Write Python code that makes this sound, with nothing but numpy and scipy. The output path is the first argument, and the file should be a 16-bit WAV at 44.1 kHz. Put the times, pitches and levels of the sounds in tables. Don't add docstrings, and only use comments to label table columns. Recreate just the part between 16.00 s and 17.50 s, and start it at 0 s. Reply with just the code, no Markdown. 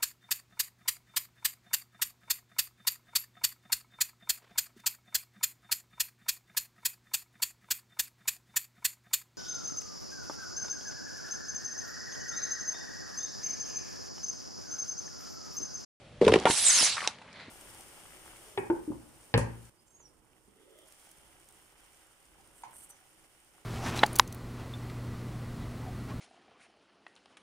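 import sys
import numpy as np
from scipy import signal
from scipy.fft import rfft, irfft
from scipy.io import wavfile
from scipy.ndimage import uniform_filter1d

SR = 44100
rng = np.random.default_rng(int(sys.argv[2]) if len(sys.argv) > 2 else 0)


def store_pcm(level_fs):
    pcm = np.round(np.clip(level_fs, -1, 1) * 32767).astype(np.int16)
    wavfile.write(sys.argv[1], SR, np.atleast_2d(pcm).T)


N = 66150
TIME = np.arange(N) / SR


def amp(db):
    return 10 ** (np.asarray(db) / 20)


def unit(x):
    return x / np.sqrt(np.mean(x ** 2) + 1e-20)


def read(points, hz):
    f, value = np.transpose(points)
    return np.interp(np.log(hz + 1), np.log(f + 1), value)


def curve(rows, t, axis=1):
    rows = np.array(rows)
    return np.interp(t, rows[:, 0], rows[:, axis])


def add(mix, s, sound):
    part = mix[:, round(s * SR):][:, :sound.shape[-1]]
    part += sound[..., :part.shape[1]]


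def pair(z, same):
    same = np.clip(same, -1, 1)
    return np.array([z[0], same * z[0] + np.sqrt(1 - same ** 2) * z[1]])


def pan(db):
    return amp(np.array([np.atleast_1d(db), -np.atleast_1d(db)]) / 2)


def high_pass(x, cut_hz):
    return signal.lfilter(*signal.butter(2, cut_hz, "high", fs=SR), x)


def grains(per_s, spread_db):
    hits = rng.random((2, N)) < per_s / SR
    signs = rng.choice([-1, 1], (2, N))
    sizes = amp(spread_db * np.minimum(rng.exponential(1, (2, N)), 4))
    return hits * signs * sizes


def swell(t, peak_s):
    u = t / peak_s
    return (u * np.exp(1 - u)) ** 2


# f/Hz, left-right likeness [0-1]
BODY_SAME = [(100, 0.99), (600, 0.91), (1500, 0.84), (4000, 0.66), (11000, 0.17)]


def colour(x, points, extra_db=0):
    hz = np.fft.rfftfreq(x.shape[-1], 1 / SR)
    spectrum = pair(rfft(x), read(BODY_SAME, hz))
    return unit(irfft(spectrum * amp(read(points, hz) + extra_db), x.shape[-1]))


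# f/Hz, relative level/dB
RASP_COLOUR = [(60, -30), (150, -7.5), (400, 6), (1000, 7), (3000, 1), (6000, -3.5), (11000, -8.5)]


def bursts(rows, octaves, skirt_db, rise_s, size=4096):
    out, t, hz = np.zeros((2, N)), np.arange(size) / SR, np.fft.rfftfreq(size, 1 / SR)
    for s, db, centre_hz, decay_s in rows:
        distance = np.log2((hz + 1) / centre_hz) / octaves
        hump = np.exp(-.5 * distance ** 2) + amp(skirt_db)
        shape = (1 - np.exp(-t / rise_s)) * np.exp(-t / decay_s)
        noise = rng.standard_normal((2, size))
        rasp = colour(noise, RASP_COLOUR, 20 * np.log10(hump)) * shape
        add(out, s, amp(db) * unit(rasp) * np.sqrt(np.mean(shape ** 2)))
    return out


# f/Hz, relative level/dB
IDLE = [(20, -12), (45, -11.5), (100, -2), (200, -6), (350, -14.5), (600, -9.5), (1000, -22), (3000, -22),
        (6000, -32), (11000, -37)]
# t/s, idle level/dB, load level/dB
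IDLE_LEVEL = [(0, -53, -60), (.12, -54, -46), (.2, -53.5, -45), (.3, -53, -26.5), (.4, -47, -45),
              (.55, -54, -72.5), (1.5, -55, -75)]


def idle():
    return amp(curve(IDLE_LEVEL, TIME)) * colour(rng.standard_normal((2, N)), IDLE)


# f/Hz, relative level/dB
LOAD = [(20, 2.5), (45, -6.5), (90, -0.5), (130, -8), (250, -27), (1000, -59.5)]


def tyre_load():
    return amp(curve(IDLE_LEVEL, TIME, axis=2)) * colour(rng.standard_normal((2, N)), LOAD)


# t/s, level/dB
GRIT = [(.9, -75), (1.1, -50.5), (1.2, -63), (1.3, -63), (1.36, -52), (1.41, -47.5), (1.46, -55),
        (1.5, -56.5)]
# f/Hz, relative level/dB
GRIT_COLOUR = [(60, -19.5), (300, -13), (900, -2), (1500, -1.5), (2000, 3.5), (2800, -5), (4300, -3),
               (5600, -18), (11000, -31)]


def grit():
    return amp(curve(GRIT, TIME)) * colour(grains(per_s=2500, spread_db=3.0), GRIT_COLOUR)


ECHO_DB, ECHO_T60_S, ECHO_DELAY_S = -15.5, 0.11, .004


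def underbody(x, size=8192):
    t = np.arange(size) / SR
    tail = colour(rng.standard_normal((2, size)), [(60, 11), (500, 9.5), (3000, 6.5), (11000, 2)])
    tail *= (t > ECHO_DELAY_S) * amp(-60 * t / ECHO_T60_S)
    reflections = signal.fftconvolve(x, tail / np.linalg.norm(tail[0]), axes=1)[:, :N]
    return x + amp(ECHO_DB) * reflections


# t/s, level/dB
FROTH = [(.92, -78), (.968, -41.5), (1.01, -47.5), (1.05, -38.5), (1.09, -51.5), (1.17, -68), (1.29, -54.5),
         (1.36, -75)]
FROTH_LOW_HZ, FROTH_HIGH_HZ = 900, 2960
FROTH_CYCLES = 2.7


def froth(count=14, size=1024):
    t, out = np.arange(size) / SR, np.zeros(N)
    for hz in np.geomspace(FROTH_LOW_HZ, FROTH_HIGH_HZ, count):
        envelope = (1 - np.exp(-hz * t)) * np.exp(-hz * t / FROTH_CYCLES)
        ring = np.sin(2 * np.pi * hz * t) * envelope
        pops = grains(per_s=45, spread_db=3.5)
        out = out + signal.oaconvolve(pops, ring[None], axes=1)[:, :N]
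    return amp(curve(FROTH, TIME)) * unit(pair(out, 0.94))


# t/s, level/dB, resonance f/Hz, decay/s
SPITS = [(.969, -27, 1410, 0.0048), (.9795, -26, 1520, 0.0062), (.991, -31, 1800, 0.003),
         (1.006, -27.5, 2340, .004), (1.0185, -21.5, 1400, 0.001), (1.0275, -29, 990, 0.0035),
         (1.044, -34, 1200, 0.0092), (1.108, -42.5, 1200, 0.0049)]
SPIT_OCTAVES, SPIT_SKIRT_DB, SPIT_LOW_CUT_HZ = .5, -15, 520


def spits():
    rasps = bursts(SPITS, SPIT_OCTAVES, SPIT_SKIRT_DB, rise_s=0.00033)
    return high_pass(rasps, SPIT_LOW_CUT_HZ)


# t/s, length/s, start f/Hz, end f/Hz, bandwidth/Hz, level/dB
WHISTLES = [(0.605, .045, 10480, 10130, 400, -31), (0.637, 0.078, 8340, 7880, 242, -20),
            (0.647, 0.065, 7230, 7050, 300, -24), (0.683, 0.043, 6600, 5900, 450, -23.5),
            (0.704, 0.042, 9230, 8200, 900, -26), (0.724, 0.067, 6700, 6160, 383, -24),
            (.76, 0.091, 5830, 4740, 450, -26.5), (0.764, .05, 10870, 9850, 350, -34),
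            (0.81, .038, 9950, 9200, 300, -28.5), (0.827, .042, 9120, 9850, 300, -30),
            (0.816, 0.069, 6200, 6200, 1295, -25.5), (0.878, 0.088, 4600, 3800, 810, -36.5)]
WHISTLE_SAME = 0.51


def whistles():
    out = np.zeros((2, N))
    for s, length_s, from_hz, to_hz, width_hz, db in WHISTLES:
        u = np.linspace(0, 1, round(length_s * SR))
        a, b = rng.standard_normal((2, 2, N))
        low_pass = signal.butter(2, width_hz / 2, fs=SR)
        fuzz = signal.lfilter(*low_pass, pair(a + 1j * b, WHISTLE_SAME))[:, :len(u)]
        turns = np.cumsum(from_hz + (to_hz - from_hz) * u) / SR
        tone = (fuzz * np.exp(2j * np.pi * turns)).real
        add(out, s, amp(db) * unit(tone) * np.sin(np.pi * u))
    return out


# t/s, level/dB, juice weight [0-1], left minus right/dB
JET = [(.44, -81, 0, -1), (.458, -41, 0.27, 5), (.487, -33.5, 0.46, -6), (.508, -21, 0.01, -1),
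       (.54, -22.5, 0, -6), (.56, -26.5, 0.34, -2.5), (.582, -20.5, 0.17, -1), (.615, -24.5, 0.17, -2.5),
       (.68, -21, 0.21, -1.5), (.75, -20.8, 0.3, -2), (.85, -21.5, 0.39, -1.5), (.90, -28, 0.73, -1.5),
       (.96, -38, 0.77, -2), (1.06, -43.5, 0.54, 2), (1.10, -48, 0.66, 2), (1.17, -66.5, 1, 8),
       (1.25, -80.5, 0.93, -12.5)]
# f/Hz, relative level/dB
AIR = [(50, -29.5), (300, -16), (700, -9.5), (1500, -8.5), (4000, -4), (6500, -3.5), (8200, -1.5),
       (11000, -0.4)]
# f/Hz, relative level/dB
SPRAY = [(50, -28.5), (300, -17.5), (700, -1.5), (1500, 2), (2800, 5.5), (4500, 6), (6200, 1), (8000, -6.5),
         (11000, -14.5)]
# f/Hz, left-right likeness [0-1]
JET_SAME = [(100, 0.88), (1200, 0.92), (2600, 0.99), (5500, 0.47), (8000, 0.24), (11000, 0.068)]
JET_PATCH_DB, JET_FLICKER_DB = 2.5, 0.56


def jet(size=256):
    hop = size // 4
    t, hz = np.arange(N // hop + size) * hop / SR, np.fft.rfftfreq(size, 1 / SR)
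    a, b = rng.standard_normal((2, 2, len(t), len(hz)))
    wet = curve(JET, t, axis=2)[:, None]
    gain = amp((1.5 - wet) * read(AIR, hz) + wet * read(SPRAY, hz))
    gain /= np.sqrt(np.mean(gain ** 2, axis=1, keepdims=True))
    patches = uniform_filter1d(rng.standard_normal(gain.shape), size=16, axis=0)
    patches = unit(uniform_filter1d(patches, size=4, axis=1))
    flicker = unit(uniform_filter1d(rng.standard_normal(len(t)), size=3))[:, None]
    fluctuation = amp(JET_PATCH_DB * patches + JET_FLICKER_DB * flicker)
    frames = pair(a + 1j * b, read(JET_SAME, hz)) * gain * fluctuation
    hiss = signal.istft(frames.transpose(0, 2, 1), nperseg=size, noverlap=size - hop)[1][:, :N]
    return unit(hiss) * amp(curve(JET, TIME))


FLAP_S, FLAP_LENGTH_S, FLAP_RISE_S, FLAP_HOLD_S = .4555, 0.059, 0.0035, 0.013
FLAP_DB, FLAP_FADE_DB_PER_S = -21, 370
FLAP_HZ = 465
FLAP_JITTER, FLAP_ROUGH = .06, 0.74
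# f/Hz, relative level/dB
FLAP_COLOUR = [(40, -17), (120, -17), (220, -4.5), (450, -5.5), (900, -1.5), (1400, -6.5), (2000, -16.5),
               (3000, -16.5), (5000, -32.5), (11000, -49.5)]


def seam():
    t = np.arange(0, FLAP_LENGTH_S, 1 / SR)
    noise = rng.standard_normal((3, N))[:, :len(t)]
    wander = unit(uniform_filter1d(noise[2], size=120))
    turns = np.cumsum(FLAP_HZ * (1 + FLAP_JITTER * wander)) / SR
    slaps = unit(np.diff(np.floor(turns), prepend=0))
    breath = unit(noise[:2] * (.4 + np.exp(-(turns % 1) / 0.42)))
    drive = (1 - FLAP_ROUGH) * slaps + FLAP_ROUGH * breath
    fade_db = FLAP_FADE_DB_PER_S * np.maximum(t - FLAP_HOLD_S, 0)
    shape = np.minimum(t / FLAP_RISE_S, 1) * amp(FLAP_DB - fade_db)
    out = np.zeros((2, N))
    add(out, FLAP_S, shape * colour(drive - drive.mean(), FLAP_COLOUR))
    return out


SNAP_S, SNAP_DB, SNAP_PAN_DB, SNAP_LOW_CUT_HZ = 1.0754, -10, -2.5, 440
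SNAP_TAIL_DB, SNAP_TAIL_S = -24.5, 0.0042
# f/Hz, relative level/dB, t60/s
CAP_MODES = [(583, -17, 0.0078), (860, -15, 0.018), (2800, -9.5, 0.0057), (3820, -5.5, .006),
             (5680, 2.5, 0.0032), (7660, -27, 0.0039)]


def cap_snap(size=4096):
    t, out = np.arange(size) / SR, np.zeros((2, N))
    click = sum(amp(db - 60 * t / t60) * np.sin(2 * np.pi * hz * t) for hz, db, t60 in CAP_MODES)
    add(out, SNAP_S, amp(SNAP_DB) * high_pass(click, SNAP_LOW_CUT_HZ))
    rustle = bursts([(SNAP_S, SNAP_TAIL_DB, 4500, SNAP_TAIL_S)], 0.75, -22, 0.00024)
    return (out + rustle) * pan(SNAP_PAN_DB)


# t/s, level/dB
CRUMPLE = [(.2, -95), (.214, -37.5), (.24, -38), (.29, -32), (.31, -38), (.35, -30), (.39, -40.5),
           (.445, -38), (.48, -97)]
# f/Hz, relative level/dB
CRUMPLE_COLOUR = [(40, -10.5), (120, 3), (450, 3), (800, 1.5), (1600, -7), (4000, -9.5), (7000, -18.5),
                  (11000, -24.5)]


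def crumple():
    return amp(curve(CRUMPLE, TIME)) * colour(grains(per_s=3900, spread_db=4.0), CRUMPLE_COLOUR)


# t/s, level/dB, f/Hz, time to peak/s
RINGS = [(.2800, -20, 1042, 0.0053), (.3600, -29, 1030, 0.0038), (.4590, -18, 903, 0.011),
         (1.2150, -44.5, 880, 0.0029)]


def rings(size=8192):
    out, t = np.zeros((2, N)), np.arange(size) / SR
    for s, db, hz, swell_s in RINGS:
        add(out, s, amp(db) * swell(t, swell_s) * np.sin(2 * np.pi * hz * t))
    return out


# t/s, level/dB, resonance f/Hz, decay/s
CRACKS = [(.2150, -30.5, 2400, 0.0043), (.2490, -26, 3550, 0.0028), (.2660, -25, 2600, 0.0018),
          (.2795, -14.5, 2920, 0.0014), (.2812, -17.5, 970, 0.0056), (.3205, -19.5, 2430, 0.0017),
          (.3240, -22.5, 3000, 0.0014), (.3372, -25, 4000, 0.0017), (.3390, -9, 2510, .0018),
          (.3582, -19, 2700, 0.0014), (.3610, -28.5, 1000, 0.0034), (.3870, -32.5, 3500, 0.0044),
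          (.3992, -28.5, 6430, 0.0015), (.4548, -15, 2530, 0.0018), (.5020, -20.5, 1700, 0.0012),
          (.5080, -21, 3250, 0.006), (1.186, -44, 2980, 0.0017), (1.2165, -47, 900, 0.0059),
          (1.2200, -47.5, 2400, 0.0037), (1.329, -47.5, 6000, 0.0035)]
CRACK_OCTAVES, CRACK_SKIRT_DB, CRACK_RISE_S = 0.38, -11.5, .00015


def cracks():
    return bursts(CRACKS, CRACK_OCTAVES, CRACK_SKIRT_DB, rise_s=CRACK_RISE_S)


# t/s, level/dB, f/Hz, swell/s
BUCKLES = [(.2132, -7.5, 405, 0.003), (.2215, -8, 459, .003), (.2320, -12, 454, 0.0019),
           (.2405, -18.5, 430, 0.0065), (.2665, -6, 441, 0.0042), (.2790, -8, 520, 0.0018),
           (.2855, -17, 447, 0.0039), (.2945, -14, 443, 0.0056), (.3110, -21.5, 263, 0.0037),
           (.3232, -5, 400, .0019), (.3400, -6.5, 454, 0.0022), (.3575, -7.5, 400, 0.0034),
           (.3755, -19.5, 432, 0.0022)]
# t/s, level/dB, f/Hz, swell/s
PUFFS = [(.4542, -5.5, 553, 0.0014), (.4560, -27, 320, 0.003), (.4995, -12, 334, 0.0012),
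         (.8105, -29.5, 245, 0.0024), (.8285, -20, 646, 0.00073), (1.481, -36.5, 247.6, 0.0027)]
# multiple of the pitch, relative level/dB, length relative to the swell
WALL = [(1, -1, 0.94), (.44, -12, 1.3), (.24, -22, 1.3), (2.35, -30, 0.79)]


def walls(rows, size=4096):
    out, t = np.zeros((2, N)), np.arange(size) / SR
    for s, db, hz, swell_s in rows:
        for multiple, mode_db, length in WALL:
            mode = np.sin(2 * np.pi * hz * multiple * t)
            add(out, s, amp(db + mode_db) * swell(t, swell_s * length) * mode)
    return out


def scene():
    board = crumple() + cracks() + rings() + walls(BUCKLES) + walls(PUFFS)
    carton = board + seam() + spits() + froth() + cap_snap()
    spray = (jet() + whistles()) * pan(curve(JET, TIME, axis=3))
    return underbody(carton) + spray + idle() + tyre_load() + grit()


LOW_CUT_HZ, EDGE_HZ = 120, 11080


def record(dry):
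    thin = signal.sosfilt(signal.butter(1, LOW_CUT_HZ, "high", fs=SR, output="sos"), dry)
    edge = signal.firwin(401, EDGE_HZ, window=("kaiser", 7), fs=SR)
    return signal.oaconvolve(thin, edge[None], "same")


dry = scene()
out = record(dry)
store_pcm(out)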